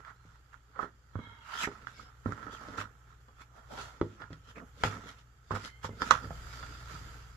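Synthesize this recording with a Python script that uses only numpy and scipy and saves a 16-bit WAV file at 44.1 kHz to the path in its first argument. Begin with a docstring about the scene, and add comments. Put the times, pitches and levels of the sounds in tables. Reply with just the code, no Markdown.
"""A small room with a hardwood floor: soft-soled shoes step and scuff close to a phone standing on the boards.
Each footfall is a struck set of decaying board modes with a noisy first contact; near walls and a tail answer it.
Soles scrape as shaped, streaky noise with crackle, rasp and rumble; a loaded shoe wheezes through narrow bands.
A long soft rustle comes near the end, as the background of room air and a low two-tone hum grows louder.
Two microphone ports colour left and right differently."""
import sys
import numpy as np
from scipy import signal
from scipy.fft import rfft, irfft
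from scipy.io import wavfile
from scipy.ndimage import uniform_filter1d

SR = 44100
rng = np.random.default_rng(int(sys.argv[2]) if len(sys.argv) > 2 else 0)


def wav_record(signal):
    """Record a signal, one row per channel, as 16-bit PCM in the file named by sys.argv[1]."""
    frames = np.transpose(np.atleast_2d(signal))
    bounded = np.clip(frames, -1, 1)
    # unit amplitude maps onto the largest positive 16-bit level
    quanta = np.round(bounded * 32767).astype(np.int16)
    wavfile.write(sys.argv[1], SR, quanta)


N = 324614

# Footfalls and taps: [t/s, tap level/dB near 1.3 kHz, then against the tap: thud/dB near 110 Hz,
# knock/dB near 350 Hz, tick/dB near 5 kHz; knock f/Hz, tap f/Hz, treble L-R/dB, ring as a factor on t60]
BLOWS = [(0.049, -36.5, -38, -44, -15.5, 280, 1590, 2, 0.75), (0.252, -77, 31.5, 8, -22, 170, 1320, 0, 2.2),
         (0.542, -41.5, -29, -24, -30, 471, 1380, -23, 0.45),
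         (0.76, -40, -34, -16, -32, 538, 1380, -19, 1.8), (0.791, -25, -30, -12, -74, 430, 1243, -24, 1.56),
         (0.829, -31.5, -18, 0.5, -25, 450, 1290, -17, 1.4),
         (1.155, -37, 13.5, -22, -48, 246, 1240, -42, 0.39),
         (1.19, -40.5, 7.5, -6, -23, 226, 1200, -8, 1.3), (1.271, -52, 7, -12, -19, 234, 930, -4.5, 0.56),
         (1.673, -31, -11.5, 6.5, -19, 433, 1410, -17, 1.03),
         (1.87, -28.5, -22, -87, -25.5, 409, 1496, -28, 1),
         (1.995, -39.5, -12, -43, -38, 218, 1310, -10, 1.5), (2.259, -29, 7, -6, -39, 223, 1310, -22, 0.6),
         (2.291, -55, 8, 24, -28, 220, 1320, 6, 2), (2.322, -28.5, -2, -34, -17.5, 183, 1360, -20, 0.27),
         (2.378, -36, -29, -17, -26, 215, 1330, -20, 0.42),
         (2.428, -34, -10, -23, -15, 237, 1430, -15, 0.57),
         (2.466, -35, -12, -7.5, -24.5, 291, 1340, -10.5, 0.98),
         (2.685, -41.5, 1, -0.5, -4, 284, 1280, 6, 0.68),
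         (2.785, -30.5, -1.5, -24, -16, 234, 1380, -10, 0.51),
         (3.283, -49, -13, -21, -21, 221, 1170, 14, 3.7), (3.777, -33, -25, -10.5, -20, 410, 1420, 20, 3.2),
         (4.013, -21.5, -4, 2, -18.5, 347.5, 1250, 1.5, 0.65),
         (4.219, -32.5, -14, -22, -19, 490, 1420, 3, 1.9), (4.305, -52.5, 17, -3, -14, 285, 1350, -4, 4.8),
         (4.33, -44.5, 9, -18, 1.5, 174, 1540, -3, 1.2), (4.567, -54, -24, -4, -16, 202, 1330, 9, 2.8),
         (4.836, -7.5, -19, -12, -19.5, 460, 1530, 14.5, 0.86),
         (4.862, -56, 23.5, -9, -20, 105.2, 1300, 3, 1.5), (5.508, -23.5, -3, -9.5, -47, 333, 1120, 3, 1.7),
         (5.538, -26.5, -2, 1.5, -31, 185, 960, -5, 0.34),
         (5.559, -27.5, -51, -10, -19, 211, 1340, -6, 2.3),
         (5.649, -39.5, -13, -7, 1.5, 210, 1420, 22, 0.53), (5.844, -24, -6, -7, -39, 516, 884, 6, 0.55),
         (5.892, -45, 13, 12, -20, 434, 1060, 1, 0.65), (6.019, -14, -32, -14, -14, 260, 1300, 3, 0.64),
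         (6.109, 0, -37, -33, -11, 518, 1230, -6, 0.51), (6.123, -25.5, -7, -17, -44, 205, 1320, 11, 0.84),
         (6.242, -43.5, 10, -4, -16, 204, 1280, -5, 2), (6.306, -27, -10, -24.5, -53, 164, 670, -5, 1.1),
         (6.628, -32.5, -31, -26, -12.5, 620, 1410, -4, 2.3),
         (6.941, -58.5, 17.5, -7, -18, 162, 1300, -1.5, 1)]
# Where the thud, knock, tap and tick levels of a blow apply: [f/Hz]
BLOW_HZ = [110, 350, 1300, 5000]
# Pitches of the modes of boards and sole, before each blow detunes them: [f/Hz]
MODE_HZ = [60, 78, 102, 153, 221, 280, 350, 400, 540, 680, 770, 860, 1055, 1180, 1290, 1400, 1480, 1620,
           1900, 2900, 3370, 4120, 4900]
# The same modes, row for row: [relative level/dB, t60/s at ring 1]
MODES = [(-40, .2), (-38, 0.17), (1, 0.4), (2.5, 0.16), (1, 0.15), (2.5, 0.05), (0.5, 0.055), (-8.5, 0.11),
         (-3.5, 0.046), (2.5, 0.022), (1.5, 0.027), (-5.5, 0.079), (0, 0.024), (-6, 0.032), (-6.5, 0.048),
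         (-10, 0.11), (-9.5, 0.022), (3, 0.0099), (-2, 0.024), (-8, 0.025), (-2, 0.03), (-4.5, 0.024),
         (1.5, .012)]

# Soles rubbing the boards, one row a scuff: [t/s at full strength, rise/s, hold/s, fall/s, scrape level/dB,
# body/dB near 1.3 kHz against the scrape, rumble level/dB, rasp f/Hz, rasp/dB against the scrape]
SCUFFS = [(0.0, 0.0088, 0.0047, 0.045, -68.5, 14.5, -65, 2120, -12),
          (0.073, 0.051, 0.035, 0.031, -66.5, 19, -73, 1970, -2),
          (0.318, 0.39, 0.027, 0.11, -73, 11, -91, 2400, -16),
          (0.534, 0.027, .003, 0.052, -68.5, 14, -82, 1940, -4),
          (0.812, 0.071, 0.027, 0.058, -63, 22.5, -59, 2130, -18),
          (1.182, 0.12, 0.19, 0.12, -72.5, 15, -69, 2580, -12),
          (1.543, 0.12, 0.018, 0.067, -49.5, 10.5, -60.5, 2720, -7),
          (1.604, 0.067, 0.031, .021, -39.5, 3, -57, 3150, -3),
          (1.637, 0.015, 0.0083, 0.036, -38.5, 4, -46.5, 1970, 4.5),
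          (1.672, .012, 0.017, 0.37, -61.5, 12, -62, 2180, -8),
          (1.885, 0.026, .003, 0.11, -61.5, 4.5, -64, 1970, -14),
          (1.994, 0.21, 0.023, 0.095, -60.5, -6, -65.5, 3080, -29),
          (2.066, .05, 0.0089, 0.19, -78.5, 20, -71, 2300, -14),
          (2.261, 0.023, 0.057, 0.15, -62.5, 14, -62, 2000, -9),
          (2.382, 0.045, 0.15, 0.14, -66.5, 17, -59, 2060, -10),
          (2.534, 0.044, .003, 0.088, -54, 3.5, -57, 3450, -4.5),
          (2.61, 0.085, .15, .03, -61.5, 12, -52, 700, -1),
          (2.779, 0.017, 0.037, 0.043, -47.5, 10, -46, 2680, -9),
          (2.847, 0.029, 0.0044, 0.084, -70.5, 19.5, -56.5, 800, 0),
          (3.118, 0.21, .005, 0.083, -75, 15, -74, 900, -7.5),
          (3.417, 0.049, .003, 0.037, -59, 7.5, -69, 2320, -7),
          (3.574, 0.088, .005, 0.16, -67, 12, -67, 800, 6),
          (3.72, .03, .02, 0.067, -55, 5.5, -55, 580, 10.5),
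          (3.795, 0.098, 0.018, 0.16, -49.5, 4.5, -61, 850, -1),
          (3.937, 0.035, .04, 0.14, -73, 8, -65.5, 3100, -7),
          (4.028, .011, 0.13, 0.17, -69.5, 7.5, -66, 2580, -18),
          (4.208, 0.038, 0.0039, 0.086, -64.5, 18, -53.5, 2000, -4),
          (4.328, .04, .003, 0.096, -67, 10.5, -77, 2420, -4),
          (4.504, 0.087, .003, 0.036, -59.5, 4.5, -60, 3050, -5),
          (4.564, 0.018, .03, 0.047, -64.5, 15.5, -48.5, 2260, 6.5),
          (4.61, 0.04, 0.012, 0.06, -77, 11, -51.5, 800, 18.5),
          (4.822, 0.073, .003, 0.014, -54, 1.5, -54, 3300, -20),
          (4.84, 0.0087, 0.025, 0.047, -41.5, 7.5, -48, 2530, -6),
          (4.895, .021, 0.04, 0.18, -54.5, 10.5, -48.5, 2150, -10),
          (5.089, 0.078, .003, 0.079, -53, 5, -56.5, 2090, -11),
          (5.187, 0.043, .003, 0.066, -63.5, 4, -75, 3000, -19),
          (5.516, 0.012, 0.0037, 0.045, -52.5, 15, -59, 2150, -15),
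          (5.552, 0.012, .003, 0.054, -46.5, 7, -45, 2120, -15),
          (5.654, .15, .015, 0.054, -50.5, 2, -60.5, 4740, -11.5),
          (5.849, 0.023, .003, .04, -45, 6.5, -52.5, 3120, -15.5),
          (5.916, 0.047, 0.033, 0.039, -72, 8, -56.5, 2500, -10),
          (6.017, 0.024, 0.014, 0.028, -48, 8.5, -41.5, 4900, -0.5),
          (6.067, 0.11, 0.022, 0.025, -48, 2.5, -49, 2420, -20),
          (6.111, 0.017, .003, 0.095, -40.5, 12.5, -46, 3500, -15),
          (6.235, .04, 0.018, 0.088, -59, 8, -48.5, 4800, -2)]
# A long soft rustle near the end, as the background grows louder: [t/s, scrape level/dB]
RUSTLE = [(6.3, -65), (6.38, -60.5), (6.47, -59), (6.54, -54.5), (6.75, -57), (6.87, -59.5), (6.92, -52.5),
          (7.04, -59.5), (7.22, -63), (7.36, -71)]
# Faint rubbing between scuffs: [level/dB] of scrape, body, rumble and rasp
REST_DB = [-78.5, -76, -77.5, -90]
# Spectrum of the scraping: [f/Hz, relative level/dB per Hz]
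SCRAPE = [(1290, -27), (2200, -6), (2570, -11), (2720, -8.5), (2980, -10.5), (3450, -6.5), (3780, -9),
          (7580, -13.5), (8370, -29.5), (9700, -25), (11700, -23), (14400, -42), (15600, -74)]
# Spectrum of the crackling body: [f/Hz, relative level/dB per Hz]
BODY = [(350, -100), (600, -15.5), (779, -14.5), (865, -8.5), (1190, -5), (1340, 5), (1510, -5.5),
        (1910, -9.5), (2400, -38.5), (3120, -32), (5280, -120)]
# Spectrum of the rumble in the boards: [f/Hz, relative level/dB per Hz]
RUMBLE = [(82, -38), (140, -3), (178, 2.5), (302, 1.5), (345, -8.5), (425, 1), (700, -8.5), (910, -69),
          (1540, -120)]

# Air squeezed out of a shoe: [start t/s, rise/s, fade/s, peak level/dB, whole pitch glide as a share]
WHEEZES = [(1.12, .12, .27, -53.5, -0.029), (1.93, 0.038, 0.14, -56, -0.025),
           (5.619, 0.027, 0.19, -55.5, 0.026), (5.88, 0.036, 0.067, -65, .03)]
# Whistling bands of each wheeze: [mid-glide f/Hz, width/Hz, relative level/dB]
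VENTS = [
    [(930, 55, 5), (1360, 64, 2), (1600, 160, 3.5), (2148, 70, 5.5), (3060, 60, -8), (3270, 100, 3.5),
     (3850, 240, -4)],
    [(749, 14, 4), (1586, 85, 6), (2190, 30, 4), (3100, 150, -16), (3800, 110, -18), (4580, 100, -1),
     (5160, 46, 6)],
    [(2093, 63, 1), (3070, 140, -5), (4230, 150, -13)],
    [(2090, 68, 7), (3180, 100, -9)],
]

# Near walls: [delay t/s, level/dB]
ECHOES = [(.004, -11.5), (.0075, -10), (0.012, -15.5), (0.027, -32)]
# Decay of the room's tail: [f/Hz, t60/s]
ROOM_T60 = [(100, 0.48), (400, 0.23), (1300, 0.15), (4000, 0.16), (12000, 0.073)]
# Left-right likeness of the diffuse sound: [f/Hz, share from 0 to 1]
LIKENESS = [(60, 0.92), (180, 0.87), (550, 0.69), (1650, 0.066), (4970, -0.0), (15000, 0.0)]

# Spectrum of the room air: [f/Hz, relative level/dB per Hz]
ROOM_AIR = [(88, -30), (150, 0), (221, -19.5), (428, -10), (596, -18), (862, -10), (950, -18), (1300, -3),
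            (2660, -22.5), (3300, -17.5), (3850, -33), (7450, -18.5), (8380, -35.5), (11700, -28.5),
            (15600, -36)]
# Spectrum of the air's low end: [f/Hz, relative level/dB per Hz]
LOW_AIR = [(20, -34), (35, 1.5), (60, -10.5), (80, -2.5), (100, -8), (130, -7), (170, -22)]
# Tones of the hum: [f/Hz, rms level/dB before the recorder's gain]
HUM = [(59.2, -63.5), (119.6, -69)]
# The recorder's gain on the background rises and falls: [t/s, gain/dB]
BACKGROUND_GAIN = [(0, 1), (1.5, 0), (2.3, 4.5), (3, 3), (3.62, 1.5), (3.74, 8.5), (3.86, 9), (4, -1),
                   (4.8, 6.5), (5.4, 0.5), (6, 8.5), (6.3, 15.5), (6.7, 12), (7.1, 13.5), (7.36, 8)]
# Difference between the microphone ports: [f/Hz, L-R/dB]
PORTS = [(60, 1.5), (92, -4), (140, 2.5), (210, -3.5), (330, 0), (500, -3), (770, 1), (1170, -15),
         (1790, -11.5), (2740, 2), (4190, 2.5), (6410, -3), (9810, -0.5), (15000, 3.5)]

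FOCUS_DB, FOCUS_WIDTH = 11.5, 0.092  # lift of modes near a blow's own pitches; width as a share of pitch
SNAP_DB, SNAP_S = -0.5, 0.023  # extra strength while the sole damps the boards, and its decay time
CRACK_DB, CRACK_S, CRACK_HZ = -1, 0.0011, 6670  # noisy first contact: level, decay time, upper edge
EDGE_DB = 20  # a scuff's rise and fall times are counted to this far below full strength
CRACKLE_PER_S, CRACKLE_DB = 120, 2  # grains that snap under a sole: rate, lowest gain
STREAK_DB = 2.5  # depth of the short coloured streaks in a scrape
RASP_WIDTH = 810  # Hz, of the tread's own resonance
RUSTLE_BODY_DB, RUSTLE_RUMBLE_DB, RUSTLE_RASP_DB = 3.5, -4, -11  # against the rustle's scrape level
RUSTLE_RASP_HZ = 4770
WHEEZE_START_DB, WHEEZE_END_DB = -15, -14  # against the peak level
ROOM_DB = -15.5  # strength of the tail, without the near echoes
ROOM_AIR_DB, LOW_AIR_DB = -70.5, -66.5  # before the recorder's gain
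EDGE_HZ = 15750  # upper band limit


def steps():
    """All footfalls, dry: each one strikes the boards at its own time."""
    out, chance = np.zeros((2, N)), rng.standard_normal((len(BLOWS), 600))
    for (s, *row), draw in zip(BLOWS, chance):
        add(out, s, blow(*row, draw))
    return out


def blow(tap_db, thud_db, knock_db, tick_db, knock_hz, tap_hz, pan_db, ring, chance):
    """One blow rings every mode of the boards; its row and chance set their strengths and detuning."""
    hz, (db, t60) = np.array(MODE_HZ)[:, None], np.transpose(MODES)[:, :, None]
    t = np.arange(SR // 2) / SR
    side = np.array([.5, -.5])[:, None, None]  # left, right

    colour = np.transpose([BLOW_HZ, tap_db + np.array([thud_db, knock_db, 0, tick_db])])
    focus_db = sum(FOCUS_DB * (np.exp(-(np.log(hz / f) / FOCUS_WIDTH) ** 2) - .5) for f in (knock_hz, tap_hz))
    hz = hz * (1 + .012 * chance[:len(hz), None])
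    lean_db = side * pan_db * hz / (hz + 1500)  # mostly the treble leans towards a side

    # high modes reach each port by their own path
    path_s = side * hz / (hz + 3000) * .0005 * chance[-len(hz):, None]
    turns = hz * (t + path_s)
    # the deepest modes, the joists, ring nearly alike under every blow
    decay_db = -60 * t / (ring ** (hz / (hz + 250)) * t60)
    level_db = read(colour, hz) + db + focus_db + lean_db + decay_db
    modes = -(amp(level_db) * np.cos(2 * np.pi * turns)).sum(1)  # the boards are pushed down first
    modes *= np.sin(np.pi / 2 * np.minimum(t / .0011, 1)) ** 2  # onset of 1.1 ms
    modes *= 1 + amp(SNAP_DB) * np.exp(-t / SNAP_S)

    crack = chance[100:].reshape(2, -1) * np.exp(-t[:250] / CRACK_S)
    band = signal.butter(4, [1800, CRACK_HZ], "bandpass", fs=SR, output="sos")
    crack = signal.sosfilt(band, crack)
    modes[:, :250] += crack * amp(tap_db + tick_db + CRACK_DB + side[:, 0] * pan_db)
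    return modes


def soles():
    """Friction noise: streaky scraping, a moving rasp, a crackling body and rumble; the rustle shares it."""
    scrape, body, rumble, rasp, rasp_hz = strokes()
    snaps = rng.random(N) < CRACKLE_PER_S / SR
    snaps = snaps * amp(CRACKLE_DB + np.minimum(rng.exponential(1, N), 2))
    bursts = signal.lfilter([1], [1, -.98], snaps)  # each snap is a burst of about a millisecond
    grains = grit(0.96, size=150)
    hiss = scrape * coloured(streaked(grains), SCRAPE)
    rasping = rasp * evened(resonate(streaked(grains), rasp_hz, RASP_WIDTH))
    crackling = body * coloured(grains * (1 + bursts), BODY)
    rumbling = rumble * coloured(grit(2.46, size=600), RUMBLE)
    return hiss + rasping + crackling + rumbling


def strokes():
    """Gains of scrape, body, rumble and rasp, and rasp pitch: scuffs and rustle add in power."""
    t = np.arange(0, N / SR + .01, .001)
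    columns = np.transpose(SCUFFS)[:, :, None]
    s, rise, hold, fall, scrape_db, body_db, rumble_db, rasp_hz, rasp_db = columns
    before = np.maximum(s - t, 0) / abs(rise)
    after = np.maximum(t - s - abs(hold), 0) / abs(fall)
    shape_db = -EDGE_DB * (before + after)
    full_db = np.array([scrape_db, scrape_db + body_db, rumble_db, scrape_db + rasp_db])
    scuffs = amp(full_db + shape_db) ** 2

    rustle_db = np.interp(t, *np.transpose(RUSTLE), left=-np.inf)
    parts_db = np.array([[0], [RUSTLE_BODY_DB], [RUSTLE_RUMBLE_DB], [RUSTLE_RASP_DB]])
    steady = amp(rustle_db + parts_db) ** 2 + amp(REST_DB)[:, None] ** 2
    power = scuffs.sum(1) + steady
    # the loudest rasp leads the pitch
    pitch_hz = ((scuffs[-1] * rasp_hz).sum(0) + steady[-1] * RUSTLE_RASP_HZ) / power[-1]
    return [np.interp(np.arange(N) / SR, t, row) for row in (*np.sqrt(power), pitch_hz)]


def shoe_air():
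    """Noise that whistles in a few narrow, slowly gliding vents while a shoe takes the weight."""
    out = np.zeros((2, N))
    for (s, rise, fade, top_db, glide), vents in zip(WHEEZES, VENTS):
        t = np.arange(0, rise + fade, 1 / SR)
        level_db = top_db + np.interp(t, [0, rise, rise + fade], [WHEEZE_START_DB, 0, WHEEZE_END_DB])
        pitch = 1 + glide * np.linspace(-.5, .5, len(t))
        noise = rng.standard_normal((2, SR))[:, :len(t)]
        air = sum(amp(db) * evened(resonate(noise, hz * pitch, width)) for hz, width, db in vents)
        add(out, s, evened(air) * amp(level_db) * signal.windows.tukey(len(t), .2))
    return out


def room(x):
    """A few near echoes, then sparse taps of random sign whose decay time depends on pitch."""
    taps, cells = np.zeros((2, SR // 2)), np.arange(500, SR // 2 - 20, 20)
    at = cells + rng.integers(0, 20, (2, len(cells)))  # one tap in every 20 samples
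    np.put_along_axis(taps, at, rng.choice([-1., 1.], at.shape), 1)
    hz, t, z = signal.stft(taps, SR, nperseg=256)
    same = np.clip(read(LIKENESS, hz), -1, 1)[:, None]
    z[1] = same * z[0] + np.sqrt(1 - same ** 2) * z[1]
    decay = amp(-60 * t / read(ROOM_T60, hz)[:, None])
    tail = signal.istft(z * decay, SR, nperseg=256)[1]
    tail *= amp(ROOM_DB) / np.linalg.norm(tail[0])
    for s, db in ECHOES:
        tail[:, round(s * SR)] += amp(db)
    thin = signal.butter(1, 300, "highpass", fs=SR, output="sos")  # light walls return little bass
    return x + signal.fftconvolve(signal.sosfilt(thin, x), tail, axes=1)[:, :N]


def background():
    """Room air and a two-tone hum of fixed pitch, raised and lowered together by the recorder's gain."""
    t, gain_db = np.arange(N) / SR, follow(BACKGROUND_GAIN)
    air = amp(ROOM_AIR_DB + 1.04 * gain_db) * coloured(grit(0.63, size=2000), ROOM_AIR)
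    low = amp(LOW_AIR_DB) * coloured(rng.standard_normal((2, N)), LOW_AIR)
    hum = sum(np.sqrt(2) * amp(db) * np.sin(2 * np.pi * (hz * t + rng.random())) for hz, db in HUM)
    return air + amp(gain_db) * (low + hum)


def grit(spread_db, size):
    """Noise whose level jumps up and down now and then, as grains catch under a sole."""
    jumps = np.clip(evened(uniform_filter1d(rng.standard_normal(N), size)), -2, 2)
    return rng.standard_normal((2, N)) * amp(spread_db * jumps * abs(jumps))


def streaked(x):
    """Lifts and lowers random patches, narrow in pitch and some 60 ms long."""
    z = signal.stft(x, nperseg=512, noverlap=384)[2]
    patches = rng.standard_normal(z.shape[1:])
    patches = uniform_filter1d(patches, size=3, axis=0)  # across pitch
    patches = evened(uniform_filter1d(patches, size=20, axis=1))  # across time
    return signal.istft(z * amp(STREAK_DB * patches), nperseg=512, noverlap=384)[1][:, :N]


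def resonate(x, hz, width):
    """A moving narrow band: shifts the curve hz down to zero, smooths twice and shifts back."""
    turn, r = np.exp(2j * np.pi * np.cumsum(hz) / SR), np.exp(-np.pi * width / SR)
    smooth = signal.lfilter([(1 - r) ** 2], np.convolve([1, -r], [1, -r]), x / turn)
    return 2 * (turn * smooth).real


def coloured(pair, points):
    """Gives a pair of noises a spectrum at rms 1 and makes them alike in the bass."""
    hz, (a, b) = np.fft.rfftfreq(N, 1 / SR), rfft(pair)
    same = np.clip(read(LIKENESS, hz), -1, 1)
    inside = (hz >= points[0][0]) & (hz <= points[-1][0])
    spectra = np.array([a, same * a + np.sqrt(1 - same ** 2) * b])
    return evened(irfft(spectra * amp(read(points, hz)) * inside, N))


def amp(db):
    """Decibels to gain."""
    return 10 ** (np.asarray(db) / 20)


def evened(x):
    """Scales to rms 1."""
    return x / np.sqrt(np.mean(x ** 2) + 1e-20)


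def read(points, hz):
    """Reads a spectrum on a log-frequency axis."""
    f, value = np.transpose(points)
    return np.interp(np.log(hz + 1), np.log(f + 1), value)


def follow(rows):
    """A curve of (t/s, value) rows, one value a sample."""
    return np.interp(np.arange(N) / SR, *np.transpose(rows))


def add(mix, s, sound):
    """Mixes a stereo sound in at time s."""
    part = mix[:, round(s * SR):][:, :sound.shape[1]]
    part += sound[:, :part.shape[1]]


def scene():
    """Steps with the room's answer, then rubbing and rustle, wheezes and background."""
    return room(steps()) + soles() + shoe_air() + background()


def record(dry):
    """The right port is far stronger near 1.3 kHz; deepest bass is lost, peaks saturate, the band ends."""
    lean = amp(read(PORTS, np.fft.rfftfreq(N, 1 / SR)))
    ports = np.sqrt(2 / (1 + lean ** 2)) * np.array([lean, np.ones_like(lean)])  # total power is kept
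    heard = irfft(rfft(dry) * ports, N)
    heard = signal.sosfilt(signal.butter(2, 35, "highpass", fs=SR, output="sos"), heard)
    heard = heard / (1 + (heard / .95) ** 4) ** .25  # the loudest crack saturates softly
    limit = signal.firwin(511, EDGE_HZ, window=("kaiser", 9), fs=SR)
    return signal.oaconvolve(heard, limit[None], "same")


dry = scene()
out = record(dry)
wav_record(out)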